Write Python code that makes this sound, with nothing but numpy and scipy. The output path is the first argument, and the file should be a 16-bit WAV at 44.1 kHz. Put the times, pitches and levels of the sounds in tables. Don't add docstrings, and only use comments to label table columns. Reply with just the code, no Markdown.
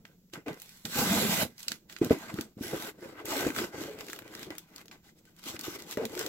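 import sys
import numpy as np
from scipy import signal
from scipy.fft import rfft, irfft, next_fast_len
from scipy.io import wavfile
from scipy.ndimage import uniform_filter1d, map_coordinates

SR = 44100
rng = np.random.default_rng(int(sys.argv[2]) if len(sys.argv) > 2 else 0)


def invert_db(level):
    return 10 ** (np.asarray(level, dtype=float) / 20)


def unload_audio(sound):
    columns = np.transpose(np.atleast_2d(sound))
    steps = np.round(np.clip(columns, -1, 1) * 32767)
    wavfile.write(sys.argv[1], SR, steps.astype(np.int16))


N = 276948


def unit(x):
    return x / np.sqrt(np.mean(x ** 2) + 1e-20)


def steady(x, s):
    return x / np.sqrt(abs(uniform_filter1d(x[0] ** 2, int(s * SR))) + 1e-9)


def along(points, hz):
    f, v = np.transpose(points)
    return np.interp(np.log(hz + 1), np.log(f + 1), v)


def wobble(rate):
    knots = rng.standard_normal(int(N * rate / SR) + 4)
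    return map_coordinates(knots, [np.arange(N) * rate / SR])


def filtered(x, response):
    m = next_fast_len(N + 8192)
    return irfft(rfft(x, m) * response(np.fft.rfftfreq(m, 1 / SR)), m)[..., :N]


# (frequency [Hz], left-right correlation [0 to 1])
LIKENESS = [(60, 0.85), (130, 0.96), (290, 0.99), (640, 0.75), (1400, 0.5), (3100, 0.35), (6800, 0.2),
            (15000, 0.1)]


def stereo(pair):
    lead_s = 0.00011

    def turn(hz):
        return np.arccos(np.clip(along(LIKENESS, hz), -1, 1)) / 2

    def shares(hz):
        return np.sqrt(2) * np.array([np.cos(turn(hz)), np.sin(turn(hz))])

    def lead(hz):
        return np.exp(1j * np.pi * np.outer([1, -1], hz * lead_s))

    mid, side = filtered(pair, shares)
    return filtered(np.array([mid + side, mid - side]) / np.sqrt(2), lead)


def strokes(rows):
    slope_db = 20
    peak, swell, fade, db = np.transpose(rows)[:4, :, None]
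    t = np.arange(0, N + 32, 32) / SR
    before = np.insert(peak, 0, -1)[:-1, None]
    after = np.append(peak, N)[1:, None]
    away = 1000 * np.maximum((peak - t) / abs(swell), (t - peak) / abs(fade))
    power = invert_db(db - slope_db * away) ** 2 * (t > before) * (t < after)
    return power * power.max(0) / (power.sum(0) + 1e-30)


def summed(power, weight):
    return np.interp(np.arange(N) / 32, np.arange(power.shape[1]), weight @ power + 1e-30)


def fibres(per_s, share, patchy_db):
    catch = (rng.random(N) < per_s / SR) * invert_db(5 * np.minimum(rng.exponential(size=N), 3))
    grip = signal.lfilter([1], [1, -invert_db(-60 / (.006 * SR))], catch)
    z = signal.stft(rng.standard_normal((2, N)), nperseg=512)[2]
    patches = uniform_filter1d(rng.standard_normal(z.shape[1:]), size=5, axis=0)
    patches = uniform_filter1d(patches, size=12, axis=1)
    noise = signal.istft(z * invert_db(patchy_db * unit(patches)), nperseg=512)[1][:, :N]
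    return (1 + share * grip) * noise


# (frequency [Hz], density [dB per Hz])
BOOM_SPECTRUM = [(20, -35), (60, -10.5), (120, -3), (250, -4.5), (480, -4.5), (750, -18), (1500, -52)]


def boom(centre_hz):
    lumps = invert_db(4.5 * wobble(70)) * rng.standard_normal((2, N))
    broad = unit(filtered(lumps, lambda f: invert_db(along(BOOM_SPECTRUM, f))))
    out = invert_db(-1.5) * (250 / centre_hz) ** 1.4 * broad
    for hz in (170, 230, 310, 420, 540):
        ring = filtered(lumps, lambda f: 1j * f / (hz * hz - f * f + .17j * f * hz))
        out += np.exp(-(np.log(centre_hz / hz) / 0.24) ** 2) * unit(ring)
    return steady(out, .04)


# (time [s], swell [ms], fade [ms], hiss level [dB], panel rasp over hiss [dB])
FINGER_STROKES = [
    (0.052, 5.2, 110, -68.5, 5),
    (0.336, 8.8, 30, -47.5, -1),
    (0.353, 21, 54, -58, 15),
    (0.463, 3, 90, -67, 21),
    (0.487, 53, 100, -60.5, 17.5),
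]
FLOOR_STROKES = [
    (0.617, 140, 700, -60, -6),
    (0.854, 5.3, 55, -47, 3.5),
    (0.912, 200, 100, -49, -11),
    (0.992, 98, 200, -32.5, -2),
    (1.145, 400, 300, -35.5, -0.5),
    (1.2, 300, 250, -34, -3),
    (1.337, 250, 200, -33, -4),
    (1.424, 200, 36, -33, -2),
    (1.52, 400, 200, -71, 3),
]
TAPE_STROKES = [(1.602, 40, 150, -52.5, -11), (1.724, 150, 70, -52.5, -3), (1.897, 12, 250, -57, -2.5),
                (2.017, 9, 100, -59, 16), (2.057, 80, 150, -51, -1.5), (2.108, 5, 120, -46, 9),
                (2.19, 100, 302, -54, 7.5), (2.3, 50, 30, -52, 12.5), (2.404, 200, 75, -51.5, 1.5)]
FLAP_STROKES = [(2.633, 40, 900, -48.5, -2.5), (2.893, 1600, 24, -47, 4), (3.049, 80, 150, -59.5, 7),
                (3.201, 83, 50, -64.5, 20), (3.255, 7.3, 300, -47, 2), (3.316, 140, 900, -41.5, 0.5),
                (3.39, 440, 260, -41, 7.5), (3.46, 200, 200, -45.5, 6), (3.592, 97, 102, -40.5, 4)]
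PAPER_STROKES = [(3.73, 21, 300, -66, 19), (3.82, 135, 220, -49, 3), (4.012, 66, 40, -51.5, 7),
                 (4.104, 240, 200, -53, -5), (4.254, 300, 400, -69.5, 13.5), (4.434, 260, 85, -53, 2.5),
                 (4.506, 9, 250, -61, 9.5), (4.583, 6.8, 75, -58, -2), (4.811, 170, 40, -60, 7),
                 (4.917, 8, 58, -56.5, 7), (5.045, 24, 400, -65, 0), (5.098, 300, 30, -63, -2),
                 (5.19, 40, 40, -67, -6), (5.29, 79, 50, -65.5, 1), (5.396, 51, 60, -61, -1)]
WRAP_STROKES = [(5.464, 41, 225, -45, -3), (5.567, 270, 8, -57, 7.5), (5.593, 5, 220, -53, 1.5),
                (5.64, 30, 450, -47, -10), (5.759, 740, 29, -49, 3.5), (5.79, 9, 120, -54, 5),
                (5.922, 66, 50, -43, -2.5), (5.973, 5, 300, -64, 15), (6.06, 21, 200, -59, -4),
                (6.201, 150, 300, -45, 1)]
GLOSS_DB = (-4, -0.5, -5, -3, -6.5, -6)
# (time [s], swell
# [ms], fade [ms], boom level [dB], centre frequency [Hz])
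LEANS = [(0.01, 100, 500, -61, 198), (0.336, 5, 300, -47, 305), (0.395, 990, 40, -48.5, 320),
         (0.464, 4, 90, -39, 342), (0.489, 60, 75, -36, 352), (0.63, 100, 3000, -68, 204),
         (0.851, 6.4, 90, -41.5, 196), (0.971, 63, 900, -38, 238), (1.171, 790, 500, -32, 227),
         (1.45, 990, 65, -39.5, 197), (1.721, 100, 90, -51, 250), (1.95, 600, 900, -63, 290),
         (2.016, 5.4, 300, -29, 257), (2.06, 500, 70, -35, 259), (2.109, 5, 60, -23, 310),
         (2.296, 540, 100, -51, 228), (2.394, 170, 90, -39, 284),
         (2.58, 12, 3000, -46, 288), (2.745, 50, 50, -33.5, 358), (2.896, 3000, 40, -46.5, 340),
              (3.05, 160, 350, -47, 322), (3.3, 200, 900, -41.5, 400), (3.47, 220, 80, -33, 320),
              (3.61, 90, 98, -34, 310), (3.74, 27, 200, -43.5, 370), (3.82, 200, 270, -40.5, 338),
              (3.93, 140, 1100, -48.5, 400), (4.51, 1100, 130, -48, 290), (4.72, 55, 900, -59, 318),
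              (4.955, 800, 90, -60, 272), (5.072, 150, 3000, -65.5, 290), (5.464, 50, 1500, -49, 285),
              (5.67, 40, 1100, -49.5, 322), (5.973, 3.5, 900, -36.5, 490), (6.04, 900, 59.6, -36, 460),
              (6.17, 180, 3000, -43, 387)]
# (start [s], end [s])
SMOOTH_SLIDE = (0.99, 1.47)
# (frequency [Hz], bandwidth [Hz], level [dB])
PANEL_MODES = [(646, 154, -1), (839, 98, 1.5), (1000, 81, 1), (1200, 127, 1.5), (1528, 95, 6),
               (2033, 140, 3.5), (2600, 680, -5.5)]
# (frequency [Hz], density [dB per Hz])
HISS_SPECTRUM = [(900, -26.5), (2200, -5), (3500, 0.5), (6000, -3), (8500, -4), (10500, -13.5)]
SHEEN_SPECTRUM = [(6500, -8.5), (9000, -5.5), (12500, 2), (16000, -11)]


def rubbing():
    leans = np.array(LEANS)
    weight = strokes(leans)
    shake = summed(weight, np.ones(len(leans)))
    centre_hz = summed(weight, leans[:, -1]) / shake

    surfaces = (FINGER_STROKES, FLOOR_STROKES, TAPE_STROKES, FLAP_STROKES, PAPER_STROKES, WRAP_STROKES)
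    rubs = np.concatenate(surfaces)
    effort = strokes(rubs)
    gloss_db = np.repeat(GLOSS_DB, [len(s) for s in surfaces])

    def drive(over_db):
        return np.sqrt(summed(effort, invert_db(over_db) ** 2))

    t = np.arange(N) / SR
    crinkly = 1 - .6 * ((t > SMOOTH_SLIDE[0]) & (t < SMOOTH_SLIDE[1]))
    jerk_db = 1.5 * crinkly * wobble(45)

    def panels(f):
        total = 0
        for k, (centre, width, db) in enumerate(PANEL_MODES):
            mode = 1j * f * width / (centre * centre - f * f + 1j * f * width)
            total = total + (-1) ** k * invert_db(db) * mode
        return total

    def bottom_panel(f):
        return 450j * f / (600 ** 2 - f * f + 450j * f)

    rasp = steady(filtered(fibres(70, share=0.6 * crinkly, patchy_db=2.5), panels), 0.23)
    rasp += invert_db(2.0) * (1 - crinkly) * unit(filtered(rasp, bottom_panel))
    grain = fibres(180, share=0.45 * crinkly, patchy_db=2.3)
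    hiss = drive(0 * gloss_db) * unit(filtered(grain, lambda f: invert_db(along(HISS_SPECTRUM, f))))
    hiss += drive(gloss_db) * unit(filtered(grain, lambda f: invert_db(along(SHEEN_SPECTRUM, f))))
    contact = invert_db(jerk_db) * (drive(rubs[:, -1]) * rasp + invert_db(1.5) * hiss)
    hollow = invert_db(0.2) * np.sqrt(shake) * boom(np.clip(centre_hz, 150, 600))
    return stereo(hollow + contact)


# (time [s], peak level [dB], frequency [Hz], upper mode level [dB])
PUSHES = [(0.333, -38, 170, -11), (0.465, -34, 386, 3), (0.847, -36, 182, -17), (0.98, -22, 169, -17),
          (1.1, -18, 194, -8), (1.428, -18.5, 182, -3), (1.696, -34, 228.3, -21), (1.93, -42, 377, -6),
          (2.013, -13, 200, -4), (2.1065, -6.5, 273, -1), (2.338, -19.5, 196, -14),
          (2.388, -15.5, 281, -14), (2.568, -25.5, 227, -18), (2.608, -17, 266, -36),
          (2.684, -31, 273, -16), (2.731, -18, 453, -13), (3.246, -25, 346, -18), (3.311, -28, 355, -4),
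          (3.451, -20, 400, -12), (3.464, -12, 300, -8), (3.593, -23, 356, -35), (3.741, -27.5, 405, -20),
          (3.779, -24, 336, -18), (3.94, -34, 455, -18), (4.002, -28, 460, -18), (4.216, -40, 374, -10),
          (4.281, -41, 396, -10), (4.468, -25, 370, -16), (4.503, -26, 336, -5), (5.542, -22, 330, -12),
          (5.679, -19, 336, -20), (5.9712, -19, 265, 4), (6.106, -27, 318, -20)]


def knocks():
    out, t = np.zeros((2, N + SR)), np.arange(8192) / SR
    for s, db, hz, upper_db in PUSHES:
        t60 = 0.03 + 0.0006 * db
        phase = rng.uniform(0, 2 * np.pi, (3, 2, 1)) * [[[0], [1]], [[0], [1]], [[1], [1]]]
        upper = np.sin(2 * np.pi * 1.63 * hz * t + phase[1])
        upper += invert_db(-7) * np.sin(2 * np.pi * 2.3 * hz * t + phase[2])
        ring = invert_db(upper_db) * upper - np.sin(2 * np.pi * hz * t + phase[0])
        ring *= invert_db(12.5 - 60 * t / max(t60, .015)) * (1 - np.exp(-(t / 0.006) ** 2))
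        thud = invert_db(-13 - 60 * t / 0.042) * (1 - np.exp(-(t / 0.0033) ** 2))
        thud *= np.sin(2 * np.pi * 110 * t)
        out[:, round(s * SR):][:, :len(t)] += invert_db(db) * (ring + thud)
    return stereo(out[:, :N])


# (time [s], peak level [dB],
# frequency [Hz], half length [ms])
SHUDDERS = [(0.377, -44.8, 172, 4.1), (0.475, -39.7, 463, 10.8), (0.481, -39.0, 248, 7.2),
            (0.488, -41.2, 711, 6.1), (0.5, -42.8, 614, 8.3), (0.515, -39.2, 161, 7.8),
            (0.887, -45.8, 172, 14.1), (0.963, -39.1, 248, 13.2), (0.983, -34.5, 818, 10.3),
            (0.988, -36.5, 495, 9.3), (0.991, -31.5, 161, 8.3), (1.006, -34.9, 248, 20.4),
            (1.017, -31.9, 474, 4.8), (1.031, -28.2, 215, 10.3), (1.035, -34.0, 818, 17.3),
            (1.077, -32.9, 183, 20.4), (1.116, -22.4, 194, 12.7), (1.134, -34.8, 678, 15.9),
            (1.143, -27.5, 291, 9.3), (1.185, -30.3, 205, 18.2), (1.224, -31.0, 506, 10.8),
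            (1.226, -31.9, 172, 14.6), (1.248, -33, 400, 18), (1.26, -27.9, 215, 11.3),
            (1.298, -28.3, 183, 7.2), (1.327, -37.3, 183, 14.6), (1.353, -35.5, 172, 15.0),
            (1.384, -31.0, 172, 7.2), (1.424, -35.0, 603, 7.8), (1.72, -39.1, 248, 3.3),
            (2.018, -12, 300, 2.4), (2.055, -29.1, 258, 13.6), (2.169, -41.0, 280, 13.6),
            (2.299, -42.4, 678, 5.5),
            (2.652, -38.1, 377, 5.5), (2.737, -30.7, 151, 4.1), (2.745, -35.0, 506, 9.8),
                 (2.749, -35.4, 345, 9.8), (2.78, -38.0, 345, 3.0), (2.889, -41.6, 420, 6.7),
                 (3.032, -44.8, 355, 15.0), (3.051, -46.7, 538, 13.6), (3.054, -42.7, 334, 4.1),
                 (3.207, -43.5, 323, 7.2), (3.292, -41.6, 323, 12.7), (3.319, -34.2, 377, 5.5),
                 (3.336, -39.1, 280, 17.7), (3.342, -37.8, 624, 11.8), (3.365, -34.8, 269, 14.1),
                 (3.367, -36.4, 560, 6.1), (3.369, -38.4, 441, 14.6), (3.385, -32.2, 334, 4.1),
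                 (3.385, -43, 1530, 22), (3.408, -39.6, 355, 12.7), (3.427, -32.0, 474, 4.8),
                 (3.506, -30.3, 291, 6.1), (3.58, -39.8, 409, 14.6), (3.621, -31.2, 355, 4.8),
                 (3.641, -37.5, 355, 15.9), (3.812, -37.4, 301, 10.8), (3.886, -41.8, 431, 7.8),
                 (3.892, -41.6, 560, 13.2), (3.906, -45.3, 420, 14.1), (4.096, -43.3, 323, 6.1),
                 (4.509, -39.3, 334, 6), (4.512, -47, 1980, 7), (5.065, -66, 810, 8), (5.28, -62, 1520, 5),
                 (5.474, -42.5, 258, 6.7), (5.494, -42.4, 280, 5.5), (5.732, -43.1, 323, 5.5),
                 (5.763, -45.1, 398, 8.8), (6.003, -30.1, 463, 11.3), (6.036, -37.1, 258, 20.4),
                 (6.036, -29.7, 484, 4.1), (6.056, -36.8, 226, 14.6), (6.057, -36.9, 452, 13.6),
                 (6.135, -37.8, 474, 3.3), (6.136, -41.8, 312, 7.8), (6.172, -38.4, 355, 15.0),
                 (6.188, -38.8, 355, 13.6), (6.216, -40.5, 452, 12.2), (6.266, -40.9, 301, 8.3),
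                 (6.272, -39.1, 517, 4.1)]


def shudders():
    out, t = np.zeros((2, N + SR)), np.arange(-3072, 3072) / SR
    for s, db, hz, half_ms in SHUDDERS:
        ring = np.sin(2 * np.pi * (hz * t + rng.random((2, 1))))
        swell = np.exp(-(1000 * t / half_ms) ** 2)
        out[:, round(s * SR):][:, :len(t)] += invert_db(db + 1.5) * swell * ring
    return stereo(out[:, 3072:N + 3072])


# (time [s], peak level [dB], dull part [dB], bright
# part [dB])
SNAPS = [(0.052, -41.5, 1.5, -25), (0.336, -34.5, -19, -23), (0.4822, -35.5, 11.5, -6),
         (0.6184, -38, -14, 7), (0.8527, -24, -19.5, -18), (1.5803, -40.5, -38, -11),
         (1.6296, -32, -36, -12), (1.682, -19, -25, -14), (1.718, -22, -11.5, -14),
         (1.8978, -40.5, -5, -25), (1.9642, -35, -4, -20), (2.046, -29, -12, 0),
         (2.0968, -35, -2, -19), (2.387, -38, 6, -24), (2.41, -27.5, -16, -4.5), (2.627, -42, -12, 6),
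         (3.255, -36, -7, 6), (3.3787, -33, -5, 1), (3.4078, -27.5, -19, -2), (3.487, -35.5, 10, 0),
           (3.5493, -38, 0, -16), (3.5866, -26.5, 2, -16), (4.008, -34, -5, -8), (4.0838, -38, -1, -7),
           (4.099, -35, -1.5, -5), (4.131, -31.5, 2.5, -1), (4.189, -35.5, 5, 1), (4.3506, -32.5, -6, -9),
           (4.393, -39.5, -8, -2), (4.43, -33, -11, -9), (4.5043, -37, 6, -7), (4.582, -32.5, -10, 3),
           (4.7608, -36, -29, -7), (4.781, -40.5, -17, -15), (4.8812, -42, -14, -15), (4.913, -41, -3, -25),
         (5.439, -39, -14, -8), (5.5642, -37, -3, -23), (5.592, -31, -23, -5), (5.6107, -31, -26, -6),
            (5.6512, -33.5, -20, -13), (5.8218, -36, -33, -12), (5.9108, -30, -26, -6), (5.972, -36, 8, -1),
            (6.0529, -26, -11, -4.5), (6.1515, -34.5, -1, -7), (6.1758, -31.5, -0.5, -5),
            (6.1924, -25, -12, -1), (6.263, -27.5, -10, -3)]
# (time [s], peak level [dB], dull part [dB])
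TICKS = [(0.2987, -63, 0), (0.5302, -44, -5), (0.5424, -46, -8), (0.5995, -42, -20), (0.6923, -43, -17),
         (1.6038, -40, -22), (1.9255, -41, -10), (1.9854, -42, -6), (2.3411, -38, -10), (3.2924, -36, 0),
         (3.4494, -34, 6), (3.4685, -33, -9), (3.5034, -35, 9), (3.5628, -29, 4), (3.9878, -40, -6),
         (4.0662, -42, -6), (4.1619, -41, -4), (4.221, -48, 8), (4.2782, -46, -2), (4.338, -46, 6),
         (4.5521, -45, 3), (4.813, -47, 2), (4.8569, -48, -15), (5.253, -53, -10), (5.3647, -52, -15),
         (5.3926, -47, -13), (5.4849, -33, -17), (5.6366, -38, -12), (5.7912, -44, -4), (5.8022, -41, -4),
         (5.9254, -34, -3), (6.0955, -43, -8), (6.2124, -33, -8), (6.2274, -34, -2)]


def snaps():
    out, t = np.zeros((2, N + SR)), np.arange(4096) / SR
    hz = np.fft.rfftfreq(len(t), 1 / SR)
    crack = 1.3 * invert_db(-60 * t / .0075) * (1 - np.exp(-t / .0007))
    rustle = invert_db(-16.5 - 60 * t / 0.045) * (1 - np.exp(-t / 0.0016))
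    ticks = [(*tick, -4) for tick in TICKS]
    for s, db, dull_db, bright_db in SNAPS + ticks:
        spectrum = [(450, dull_db - 36), (1400, dull_db + 9.0), (4500, 0.0023), (12500, bright_db)]
        colour = invert_db(along(spectrum, hz))
        noise = irfft(rfft(rng.standard_normal((2, len(t)))) * colour)
        noise /= np.sqrt(np.mean(colour[(hz > 2500) & (hz < 9000)] ** 2))
        out[:, round(s * SR):][:, :len(t)] += invert_db(db + 7.8) * (crack + rustle) * noise
    return stereo(out[:, :N])


def panned(x, pan_db):
    return x * invert_db(np.array([pan_db / 2, -pan_db / 2]))


def walls(x):
    t = np.arange(4096) / SR
    tail = invert_db(-60 * t / 0.11) * (t > .0015) * rng.standard_normal((2, len(t)))
    wet = signal.fftconvolve(x, tail / np.linalg.norm(tail[0]), axes=1)[:, :N]
    return filtered(wet, lambda f: 1j * f / (500 + 1j * f))


# (frequency [Hz], density [dB per Hz])
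AIR_SPECTRUM = [(20, -16), (129, -15), (173, -5.5), (227, -16), (482, -48), (7300, -36.5), (9100, -48),
                (11500, -38), (15500, -34)]


def air():
    noise = filtered(rng.standard_normal((2, N)), lambda f: invert_db(along(AIR_SPECTRUM, f)))
    return invert_db(-64) * unit(stereo(noise))


# (time [s], left minus right [dB])
HAND_PLACE = [
    (0.0, -2),
    (0.4, 0.0),
    (1.26, -1),
    (1.64, -2.5),
    (2.22, 0.0),
    (3.97, 1),
    (4.39, 1),
    (6.28, 2),
]


def scene():
    pan_db = np.interp(np.arange(N) / SR, *np.transpose(HAND_PLACE))
    box = panned(rubbing() + snaps() + knocks() + shudders(), pan_db)
    return box + invert_db(-10.5) * walls(box) + air()


def band_limit(x):
    return signal.sosfilt(signal.butter(12, 16800, fs=SR, output="sos"), x)


# (frequency [Hz], level [dB])
MIC_RESPONSE = [(20, -0.5), (8100, 0), (8500, -10.5), (9300, -5.5), (11500, -0.5), (15800, 0.5),
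                (15980, -23), (16700, -45), (16900, -84)]


def record(dry):
    def response(f):
        facing_db = np.outer([-1, 1], 1.2 * f / 12000)
        return invert_db(along(MIC_RESPONSE, f) + facing_db)

    mix = filtered(dry, response)
    return band_limit(mix)


dry = scene()
out = record(dry)
unload_audio(out)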